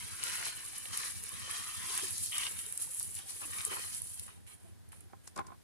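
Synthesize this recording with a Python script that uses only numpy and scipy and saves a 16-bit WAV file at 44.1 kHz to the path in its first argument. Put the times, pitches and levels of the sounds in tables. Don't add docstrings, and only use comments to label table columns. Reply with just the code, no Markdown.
import sys
import numpy as np
from scipy import signal
from scipy.fft import rfft, irfft, next_fast_len
from scipy.io import wavfile
from scipy.ndimage import uniform_filter1d

SR = 44100
rng = np.random.default_rng(int(sys.argv[2]) if len(sys.argv) > 2 else 0)


def generate_wav(signal):
    frames = np.transpose(np.atleast_2d(signal))
    scaled = np.clip(frames, -1, 1) * 32767
    pcm = np.round(scaled).astype(np.int16)
    wavfile.write(sys.argv[1], SR, pcm)


N = 248283
TIME = np.arange(N) / SR

# frequency_hz, level_db
GARDEN_EQ = [(15, -38), (28, -15), (99, -2), (335, -14.5), (451, -16.5), (659, -13.5), (754, -16),
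             (1100, -25.5), (1650, -21.5), (2160, -26), (2840, -28.5), (3160, -26), (6050, -29),
             (10500, -25.5), (12200, -31), (14800, -36), (16000, -63)]
# multiple_of_firing_rate, level_db
ENGINE_HARMONICS = [(5, -80), (7, -58), (8, -59.5), (9, -60.5), (10, -70), (15, -68.5), (18, -71),
                    (21, -74)]
# time_s, level_db
ENGINE_FADE = [(0, 2), (2.6, 2), (3.3, -1), (4.5, -1.5)]

# time_s, hiss_db, stray_patter_db
JET_LEVELS = [(0, -44, -49.5), (0.6, -44.5, -51), (0.85, -45.5, -52), (1.22, -47, -54.5),
              (1.45, -43.5, -47), (1.75, -42.5, -48.5), (2.0, -38, -45), (2.2, -41.5, -67), (2.7, -42, -61),
              (3.1, -41.5, -63), (3.25, -48.5, -61), (3.36, -43, -56), (3.65, -38, -51.5),
              (3.88, -42.5, -53.5), (4.03, -44.5, -65), (4.2, -47.5, -61.5)]
# frequency_hz, level_db
HISS_EQ = [(1500, -28), (3000, -14.5), (5000, -29), (6500, -9), (8000, -2), (9200, 3), (10400, 6),
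           (11100, 0), (11900, -9.5), (13500, -11), (15200, -17), (16000, -68)]
# frequency_hz, level_db
SPLASH_EQ = [(2500, -21.5), (4000, -3), (5500, -2), (7000, -3.5), (10000, -6), (13000, -36)]
# frequency_hz, level_db
PATTER_EQ = [(400, -5), (700, -19.5), (900, -3), (1100, -6.5), (1700, 1), (2300, 2.5), (3100, -1.5),
             (4300, -10), (6000, -8.5), (9000, -33)]
# pitch_hz, width_hz, level_db
LEAF_MODES = [(1084, 60, -6), (1235, 26, 0), (1546, 83, -3.5), (1874, 66, 1.5), (2270, 104, -1),
              (2610, 106, -3.5), (3050, 94, 4), (3903, 105, 2)]
# pitch_hz, width_hz, level_db
BROAD_MODES = [(180, 26, -2.4), (273, 97, -0.81), (341, 58, -1.4), (431, 36, 0.39), (525, 100, 1.1),
               (765, 29, 3), (947, 49, -1.8)]
# start_s, length_s, patter_db, splash_db
PLANT_SWEEPS = [(0.206, 0.27, -44.5, -46), (0.915, 0.15, -46.5, -45), (1.477, 0.1, -46.5, -50),
                (1.863, 0.21, -49.5, -46.5), (2.118, 0.15, -60, -45.5), (2.338, 0.13, -44, -46),
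                (2.545, 0.074, -51.5, -69), (2.772, 0.039, -57.5, -60), (2.984, 0.02, -70, -51),
                (3.165, 0.037, -55, -55.5), (3.277, 0.018, -57, -48.5), (3.4, 0.015, -66, -52),
                (3.508, 0.079, -50, -74), (3.691, 0.04, -44.5, -68), (3.768, 0.053, -49, -55),
                (3.911, 0.029, -55, -49), (4.16, 0.017, -72, -58.5), (4.261, 0.04, -57, -74)]
# centre_s, half_length_s, pitch_hz, level_db, pan_db
LEAF_PASSES = [(0.342, 0.32, 1440, -43.5, 3), (0.452, 0.08, 650, -45.5, -4), (0.992, 0.12, 1180, -41, 3),
               (1.015, 0.14, 1750, -48.5, 12), (1.568, 0.31, 1184, -44.5, 2), (1.6, 0.19, 690, -59, 0),
               (1.753, 0.26, 3130, -48, 1), (1.935, 0.17, 1050, -42, -1), (1.998, 0.12, 795, -51, -2),
               (3.434, 0.025, 2670, -43, 6), (3.593, 0.047, 2310, -40, 4), (3.643, 0.22, 1193, -47, -1)]
# time_s, level_db, pitch_hz
LEAF_SLAPS = [(0.229, -38, 3870), (0.267, -40, 2530), (0.353, -37.5, 1530), (0.371, -41.5, 3000),
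              (0.41, -41, 1610), (0.426, -36.5, 1580), (0.465, -38, 1300), (0.855, -41.5, 2400),
              (0.934, -45, 1230), (1.032, -41, 1910), (1.505, -44, 2300), (1.904, -40.5, 3120),
              (1.997, -47, 3020), (2.329, -37.5, 2780), (2.364, -53, 3070), (2.3815, -33, 7700),
              (2.434, -34.5, 2780), (2.466, -35, 2980), (2.589, -46, 2860), (2.82, -56, 4300),
              (3.007, -48, 1150), (3.007, -55, 4340), (3.168, -51, 2720), (3.189, -46.5, 3000),
              (3.417, -42, 1070), (3.532, -41, 1560), (3.607, -40, 2320), (3.716, -42, 1120),
              (3.728, -39, 1490), (3.767, -39.5, 1160), (3.785, -52, 2300), (3.847, -52, 1150),
              (4.195, -46, 4030), (4.28, -48.5, 1070), (4.289, -50, 1010), (4.928, -51.5, 870)]
# time_s, level_db, pitch_hz, pan_db
DROP_TICKS = [(0.237, -32.5, 10000, 5), (0.454, -38.5, 9800, 6), (0.781, -40.5, 11200, 1),
              (0.9736, -32, 10500, 4), (1.2372, -39.5, 10600, -1), (1.291, -40.5, 10000, -5),
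              (1.5115, -37.5, 9700, -3), (1.9764, -32.5, 10600, -4), (2.107, -39, 10000, -2),
              (2.1803, -37.5, 8700, 5), (2.26, -36.5, 10200, -7), (2.358, -47, 9990, -1),
              (2.3812, -32, 10000, 2), (2.724, -37.5, 10800, -4), (2.7754, -34, 9100, 1),
              (2.819, -36, 9150, -1), (2.9463, -40.5, 9800, -4), (2.9965, -34.5, 9200, 0),
              (3.028, -37.5, 9700, 4), (3.151, -41.5, 8200, 13), (3.5843, -45, 10000, -3),
              (3.6499, -29.5, 8700, 3), (3.9467, -40.5, 9900, -4), (4.0183, -38, 11000, -2),
              (4.195, -39, 10600, 6), (4.2645, -51, 10200, 4), (4.8888, -61.5, 10500, -9),
              (5.006, -52.5, 10200, -20)]
# frequency_hz, level_db
TICK_EQ = [(1000, -35), (5000, -5.5), (9000, 2.5), (10700, 7), (11900, -6.5), (16000, -11)]
# time_s, level_db, pitch_hz
THUMPS = [(0.31, -50, 150), (0.76, -55, 160), (1.27, -53, 149.5), (2.05, -52, 140), (2.221, -49, 110),
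          (2.51, -51, 170), (2.85, -50, 140), (4.025, -53, 110)]
# time_s, level_db, pitch_hz, pan_db
SOIL_PLOPS = [(0.47, -60, 433, -7), (1.442, -59, 490, -6), (1.903, -52.5, 410, -12),
              (2.034, -43.5, 376.6, -16), (2.67, -56, 439, -14), (2.896, -60, 500.4, -4.5),
              (3.454, -57, 295, -4), (3.674, -50, 417, -6), (3.715, -47.5, 379, -7), (3.764, -55, 409, -5),
              (4.655, -57, 674, -6)]
# start_s, length_s, level_db
SOIL_FIZZES = [(2.225, 0.029, -38), (2.58, 0.044, -40), (2.79, 0.055, -38.5), (2.97, 0.049, -41.5),
               (3.135, 0.053, -41.5), (4.07, 0.073, -43.5)]
# pitch_hz, width_hz, level_db
POT_MODES = [(1140, 230, -4), (1890, 110, -4), (2120, 260, -1), (2850, 230, 4), (3090, 260, 5.5),
             (3850, 220, -13)]
# start_s, length_s, level_db
PLANTER_HITS = [(3.29, 0.04, -63), (3.411, 0.04, -53), (3.54, 0.078, -58), (3.662, 0.023, -57),
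                (3.71, 0.026, -46), (3.752, 0.034, -49.5), (3.835, 0.023, -58)]
# pitch_hz, width_hz, level_db
PLANTER_MODES = [(181, 87, 1), (286, 55, 1.5), (377, 47, 2), (590, 210, 2.5), (794, 53, 7),
                 (1070, 210, 6.5)]
# time_s, pan_db
NOZZLE_PAN = [(0, -1), (4.37, -1.5), (4.52, -7.5), (5.0, -4.5)]
# start_s, length_s, level_db
DRIBBLES = [(4.463, 0.068, -54), (4.6, 0.1, -65), (4.917, 0.0091, -53.5), (4.96, 0.061, -61.5),
            (5.235, 0.054, -63)]

# time_s, level_db, pan_db
KNOCKS = [(5.131, -46, -5), (5.364, -43, 2), (5.377, -39, 0), (5.387, -34.5, -0.5), (5.401, -42.5, 0),
          (5.482, -53, -10), (5.501, -50.5, -2), (5.517, -49.5, -8)]
# pitch_hz, width_hz, level_db
SPRAYER_MODES = [(189, 79, -0.5), (364, 49, 1), (586, 180, -4), (795, 44, 5), (1046, 60, 5),
                 (1310, 170, -7.5), (1450, 97, -2.5), (2300, 330, -10), (3580, 890, -13.5)]
# time_s, level_db
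TRIGGER_CLICKS = [(5.275, -53), (5.362, -55.5), (5.376, -54.5), (5.393, -60), (5.468, -61.5)]
# frequency_hz, level_db
CLICK_EQ = [(400, 6), (1000, 4), (2300, -1), (3200, -4), (5000, 6), (7500, 7), (10000, 7.5), (12000, -4),
            (16000, -43)]
# start_s, length_s, level_db
GRIP_RUBS = [(5.36, 0.056, -45), (5.42, 0.063, -58.5), (5.475, 0.074, -59)]

# delay_s, level_db
REFLECTIONS = [(.0007, -20.5), (.0017, -10.5), (.0031, -9.5), (.0058, -10.5)]
# frequency_hz, correlation
SURROUND_IMAGE = [(30, -0.59), (80, -0.69), (200, -1), (400, -0.33), (750, -0.43), (1400, 0.3),
                  (3200, -0.0068), (5000, 0.065), (12000, 0.015), (15000, 0.51)]
# frequency_hz, correlation
SPRAY_IMAGE = [(250, 0.67), (600, 0.87), (1200, 0.33), (2200, 0.22), (3500, 0.47), (5000, 0.057),
               (8000, 0.025), (15000, 0.059)]
# frequency_hz, left_lead_rad
SPRAY_PHASE = [(260, 3.1), (780, 3.57), (1150, 4.36), (1720, 5.32), (2150, 4.93), (3010, 5.1), (3700, 6.94),
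               (6550, 8.08)]
# time_s, right_lead_s
SPOT_LEAD = [(3.1, 0.00037), (3.35, .00013), (3.6, 0.000076), (4.0, 0.00014)]
# pitch_hz, width_hz, gain_db
HOUSING_MODES = [(603, 310, -4.5), (1022, 157, 3)]

FIRING_HZ = 11.545
VALVE_CLOSES_S, PRESSURE_FALL_DB_PER_S = 4.235, 119
PRE_ROLL_S = .012


def from_db(db):
    return 10 ** (np.asarray(db) / 20)


def rms_one(x):
    return x / np.sqrt(np.mean(x ** 2) + 1e-20)


def together(*gains):
    return np.sqrt(sum(gain ** 2 for gain in gains))


def panned(pan_db):
    return from_db(pan_db * np.array([[.5], [-.5]]))


def automation(points):
    return np.interp(TIME, *np.transpose(points))


def per_bin(points):
    hz, value = np.transpose(points)
    return np.interp(np.log(np.linspace(1, SR / 2, next_fast_len(N) + 1)), np.log(hz), value)


def shaped(x, gain):
    return irfft(rfft(x, 2 * next_fast_len(N)) * gain)[..., :N]


def equalised(x, eq):
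    return shaped(x, from_db(per_bin(eq)))


def lowpass(x, hz):
    return signal.sosfilt(signal.butter(2, hz, fs=SR, output="sos"), x)


def delayed(x, delay_s):
    return np.interp(np.arange(N) - np.round(SR * delay_s), np.arange(N), x)


def drift(rate_hz):
    hop, warm_up = 40, 2000
    pole = np.exp(-2 * np.pi * hop * rate_hz / SR)
    noise = rng.standard_normal(N // hop + warm_up + 2)
    slow = signal.lfilter([1], [1, -2 * pole, pole * pole], noise)[warm_up:]
    return np.interp(np.arange(N) / hop, np.arange(len(slow)), rms_one(slow))


def resonate(x, hz, width_hz):
    r = np.exp(-np.pi * width_hz / SR)
    feedback = [1, -2 * r * np.cos(2 * np.pi * hz / SR), r * r]
    return signal.lfilter(np.array([1, 0, -1]) * (1 - r * r) / 2, feedback, x + 1e-18)


def gliding(x, hz, width_hz):
    carrier = np.exp(2j * np.pi * np.cumsum(hz) / SR)
    r = np.exp(-np.pi * width_hz / SR)
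    return 2 * np.real(carrier * signal.lfilter([1 - r], [1, -r], x / carrier + 1e-18))


def ring_body(x, modes):
    return sum((-1) ** k * from_db(db) * resonate(x, hz, width)
               for k, (hz, width, db) in enumerate(modes))


def swells(rows, attack_s, release_s):
    return together(*(from_db(db) * np.clip((TIME - start) / attack_s, 0, 1)
                      * np.exp(-np.maximum(TIME - start - length, 0) / release_s)
                      for start, length, db in rows))


def impacts(per_s, spread_db, clump_db):
    at = np.flatnonzero(rng.random(N) < per_s / SR)
    size = from_db(spread_db * np.minimum(rng.exponential(1, N), 4.5) + clump_db * drift(18.5))[at]
    lag = rng.integers(0, 14, N)[at] - 7
    polarity = rng.choice([-1, 1], (2, N))[:, at]
    out = np.zeros((2, N))
    out[0, at], out[1, (at + lag) % N] = size * polarity
    return rms_one(out)


def droplets(eq, per_s, spread_db, clump_db):
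    return rms_one(equalised(impacts(per_s, spread_db, clump_db), eq))


def sprayed(modes, per_s, spread_db, clump_db, wander_db, pitch_wander):
    out = 0
    for hz, width, db in modes:
        gain = from_db(db + wander_db * np.tanh(drift(11.5)))
        hits = impacts(per_s, spread_db, clump_db)
        pitch_hz = hz * np.exp(pitch_wander * drift(3.06))
        out += gain * gliding(hits, pitch_hz, width)
    return rms_one(out)


def burst(rise_s, decay_s, tail_db, tail_s):
    age = np.arange(6000) / SR - PRE_ROLL_S - .001
    after = np.maximum(age, 0)
    attack = np.exp(np.minimum(age, 0) / rise_s)
    decay = np.exp(-after / decay_s) + from_db(tail_db) * np.exp(-after / tail_s)
    return rng.choice([-1., 1.], (2, len(age))) * attack * decay


def place(out, time_s, db, sound):
    start = int(max(time_s - PRE_ROLL_S, 0) * SR)
    loudest = np.sqrt(uniform_filter1d(np.mean(sound ** 2, axis=0), 88).max())
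    slot = out[:, start:start + sound.shape[1]]
    slot += (sound * from_db(db) / loudest)[:, :slot.shape[1]]


def at_ports(pair, image=SURROUND_IMAGE):
    correlation = np.clip(per_bin(image), -.98, .98)
    mid = shaped(pair[0] + pair[1], np.sqrt(1 + correlation))
    side = shaped(pair[0] - pair[1], np.sqrt(1 - correlation))
    return np.array([mid + side, mid - side]) / 2


def garden_air():
    return from_db(-62) * rms_one(equalised(rng.standard_normal((2, N)), GARDEN_EQ))


def far_engine():
    firings = FIRING_HZ * (TIME - .048) + .012 * drift(1.5)
    port_phase = np.array([[0], [np.pi - .4]])
    hum = 0
    for multiple, db in ENGINE_HARMONICS:
        gain = from_db(db + drift(0.53))
        hum += gain * np.cos(2 * np.pi * round(multiple) * firings + .5 * drift(0.19) + port_phase)
    rumble = rms_one(resonate(resonate(rng.standard_normal(N), 125, 110), 125, 200))
    throb = from_db(3.5 * np.cos(2 * np.pi * firings) + 4.5 * np.tanh(drift(10)))
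    waver = from_db(automation(ENGINE_FADE) + 6.5 * np.tanh(drift(rate_hz=4.9)))
    return waver * (from_db(-1) * hum + from_db(-65.5) * rumble * throb * np.array([[.9], [-1.1]]))


def spray_envelopes():
    times, hiss_db, stray_db = np.transpose(JET_LEVELS)
    pressure_db = -PRESSURE_FALL_DB_PER_S * np.maximum(TIME - VALVE_CLOSES_S, 0)
    steady = from_db(np.interp(TIME, times, hiss_db) + pressure_db)
    stray = from_db(np.interp(TIME, times, stray_db) + pressure_db)
    starts, lengths, patter_db, splash_db = np.transpose(PLANT_SWEEPS)
    plant_patter = swells(zip(starts, lengths, patter_db), attack_s=.02, release_s=.052)
    plant_splash = swells(zip(starts, lengths, splash_db), attack_s=.02, release_s=.052)
    soil_fizz = swells(SOIL_FIZZES, attack_s=.01, release_s=.0088)
    dribble = swells(DRIBBLES, attack_s=.0026, release_s=.032)
    nozzle = together(steady, soil_fizz, dribble)
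    hiss = together(nozzle, from_db(3) * plant_splash)
    splash = together(from_db(-18) * nozzle, from_db(-2.5) * stray, plant_splash)
    patter = together(stray, plant_patter, from_db(-7) * dribble)
    return hiss, splash, patter


def jet_hiss(envelope):
    mist = droplets(HISS_EQ, per_s=14000, spread_db=4, clump_db=2)
    spits = droplets(HISS_EQ, per_s=320, spread_db=3.8, clump_db=2)
    return envelope * (from_db(-2) * mist + from_db(-9) * spits) * panned(automation(NOZZLE_PAN))


def back_splash(envelope):
    spatter = droplets(SPLASH_EQ, per_s=11000, spread_db=2.5, clump_db=1.78)
    coarse = droplets(SPLASH_EQ, per_s=980, spread_db=3.6, clump_db=5)
    return envelope * (from_db(0.37) * spatter + from_db(-7) * coarse) * panned(1.3)


def leaf_patter(envelope):
    taps = droplets(PATTER_EQ, per_s=750, spread_db=2, clump_db=1.5)
    leaves = sprayed(LEAF_MODES, per_s=900, spread_db=1.8, clump_db=1.8, wander_db=4.5, pitch_wander=.04)
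    return envelope * (from_db(-3.5) * taps + from_db(-4) * leaves) * panned(1)


def low_drumming(patter):
    broad = sprayed(BROAD_MODES, per_s=200, spread_db=3.5, clump_db=3, wander_db=12, pitch_wander=.034)
    compressed = rms_one(patter) ** 0.28
    return from_db(-64.5) * compressed * at_ports(broad) * panned(-4.5)


def single_leaves(glide_per_s=0.18):
    out = 0
    for centre_s, half_s, hz, db, pan_db in LEAF_PASSES:
        pitch_hz = hz * np.exp(glide_per_s * np.clip(TIME - centre_s, -half_s, half_s))
        hits = impacts(per_s=700, spread_db=0, clump_db=3)
        ringing = rms_one(gliding(hits, pitch_hz, width_hz=45 + 0.052 * hz))
        swell = np.exp(-2 * ((TIME - centre_s) / half_s) ** 2)
        out += from_db(db) * swell * ringing * panned(pan_db)
    return from_db(-7) * out


def leaf_slaps():
    out = np.zeros((2, N))
    for time_s, db, hz in LEAF_SLAPS:
        splat = burst(rise_s=.0007, decay_s=.002, tail_db=-10, tail_s=.007)
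        place(out, time_s, db, resonate(resonate(splat, hz, 0.5 * hz), hz, 1.5 * hz))
    return out


def drop_ticks():
    out = np.zeros((2, N))
    for time_s, db, hz, pan_db in DROP_TICKS:
        snap = burst(rise_s=.00025, decay_s=.0008, tail_db=-16, tail_s=.005)
        place(out, time_s, db, resonate(snap, hz, width_hz=3000) * panned(pan_db))
    return from_db(4) * equalised(out, TICK_EQ)


def thumps():
    out = np.zeros((2, N))
    for time_s, db, hz in THUMPS:
        push = burst(rise_s=.003, decay_s=.008, tail_db=-12, tail_s=.02)[:1]
        place(out, time_s, db, resonate(resonate(push, hz, 70), hz, 130) * np.array([[1], [-1]]))
    return out


def soil_plops(rise_s=.0058, decay_s=.017):
    out = np.zeros((2, N))
    port_phase = np.array([[0], [1.8]])
    for time_s, db, hz, pan_db in SOIL_PLOPS:
        age = TIME - time_s
        envelope = np.exp(np.minimum(age, 0) / rise_s - np.maximum(age, 0) / decay_s)
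        note = np.sqrt(2) * np.sin(2 * np.pi * hz * age + 0.9 * drift(30) + port_phase)
        out += from_db(db) * envelope * note * rms_one(panned(pan_db))
    return out


def pot_rattle(start_s=2.315, length_s=0.16):
    envelope = swells([(start_s, length_s, -42.5)], attack_s=.0088, release_s=.012)
    hits = impacts(per_s=1000, spread_db=-0.5, clump_db=0)
    return envelope * rms_one(ring_body(hits, POT_MODES)) * panned(1)


def planter_boom():
    force = swells(PLANTER_HITS, attack_s=.005, release_s=.012)
    wall = sprayed(PLANTER_MODES, per_s=1100, spread_db=-.5, clump_db=.5, wander_db=1, pitch_wander=.015)
    return force * at_ports(wall) * panned(-2)


def sprayer_knocks():
    out = np.zeros((2, N))
    for time_s, db, pan_db in KNOCKS:
        contact = burst(rise_s=.0005, decay_s=.003, tail_db=-7, tail_s=.008)
        cutoff_hz = np.clip(3200 * from_db(0.36 * (db + 26.5)), 500, 12000)
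        body = ring_body(lowpass(contact, cutoff_hz), SPRAYER_MODES)
        place(out, time_s, db, body * panned(pan_db))
    return from_db(2.5) * out


def trigger_clicks():
    out = np.zeros((2, N))
    for time_s, db in TRIGGER_CLICKS:
        place(out, time_s, db, burst(rise_s=.002, decay_s=.0025, tail_db=-9, tail_s=.012))
    return from_db(8.5) * equalised(out, CLICK_EQ)


def grip_rubs():
    slips = lowpass(impacts(per_s=1100, spread_db=2.5, clump_db=0.5), hz=1900)
    body = rms_one(ring_body(slips, SPRAYER_MODES))
    return swells(GRIP_RUBS, attack_s=.0056, release_s=.0074) * body * panned(1)


def reflected(spray, wander=.06):
    out, power = spray, 1
    for delay_s, db in REFLECTIONS:
        echo = [delayed(port, delay_s * (1 + wander * drift(rate_hz=1.2))) for port in spray]
        out = out + from_db(db) * np.array(echo)
        power += from_db(db) ** 2
    return out / np.sqrt(power)


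def from_wet_spot(spray):
    left, right = at_ports(spray, SPRAY_IMAGE)
    right = shaped(right, np.exp(-1j * per_bin(SPRAY_PHASE)))
    return np.array([left, delayed(right, -automation(SPOT_LEAD))])


def scene():
    hiss, splash, patter = spray_envelopes()
    spray = reflected(jet_hiss(hiss) + back_splash(splash) + leaf_patter(patter) + pot_rattle())
    bright_water = from_wet_spot(spray + single_leaves() + drop_ticks() + leaf_slaps())
    low_water = low_drumming(patter) + planter_boom() + soil_plops()
    handling = sprayer_knocks() + trigger_clicks() + grip_rubs()
    return bright_water + low_water + at_ports(handling + garden_air()) + far_engine() + thumps()


def record(dry):
    for hz, width, db in HOUSING_MODES:
        dry = dry + (from_db(db) - 1) * resonate(dry, hz, width)
    cutoff_hz = 15600
    return signal.sosfilt(signal.ellip(10, .2, 70, cutoff_hz, fs=SR, output="sos"), dry)


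dry = scene()
out = record(dry)
generate_wav(out)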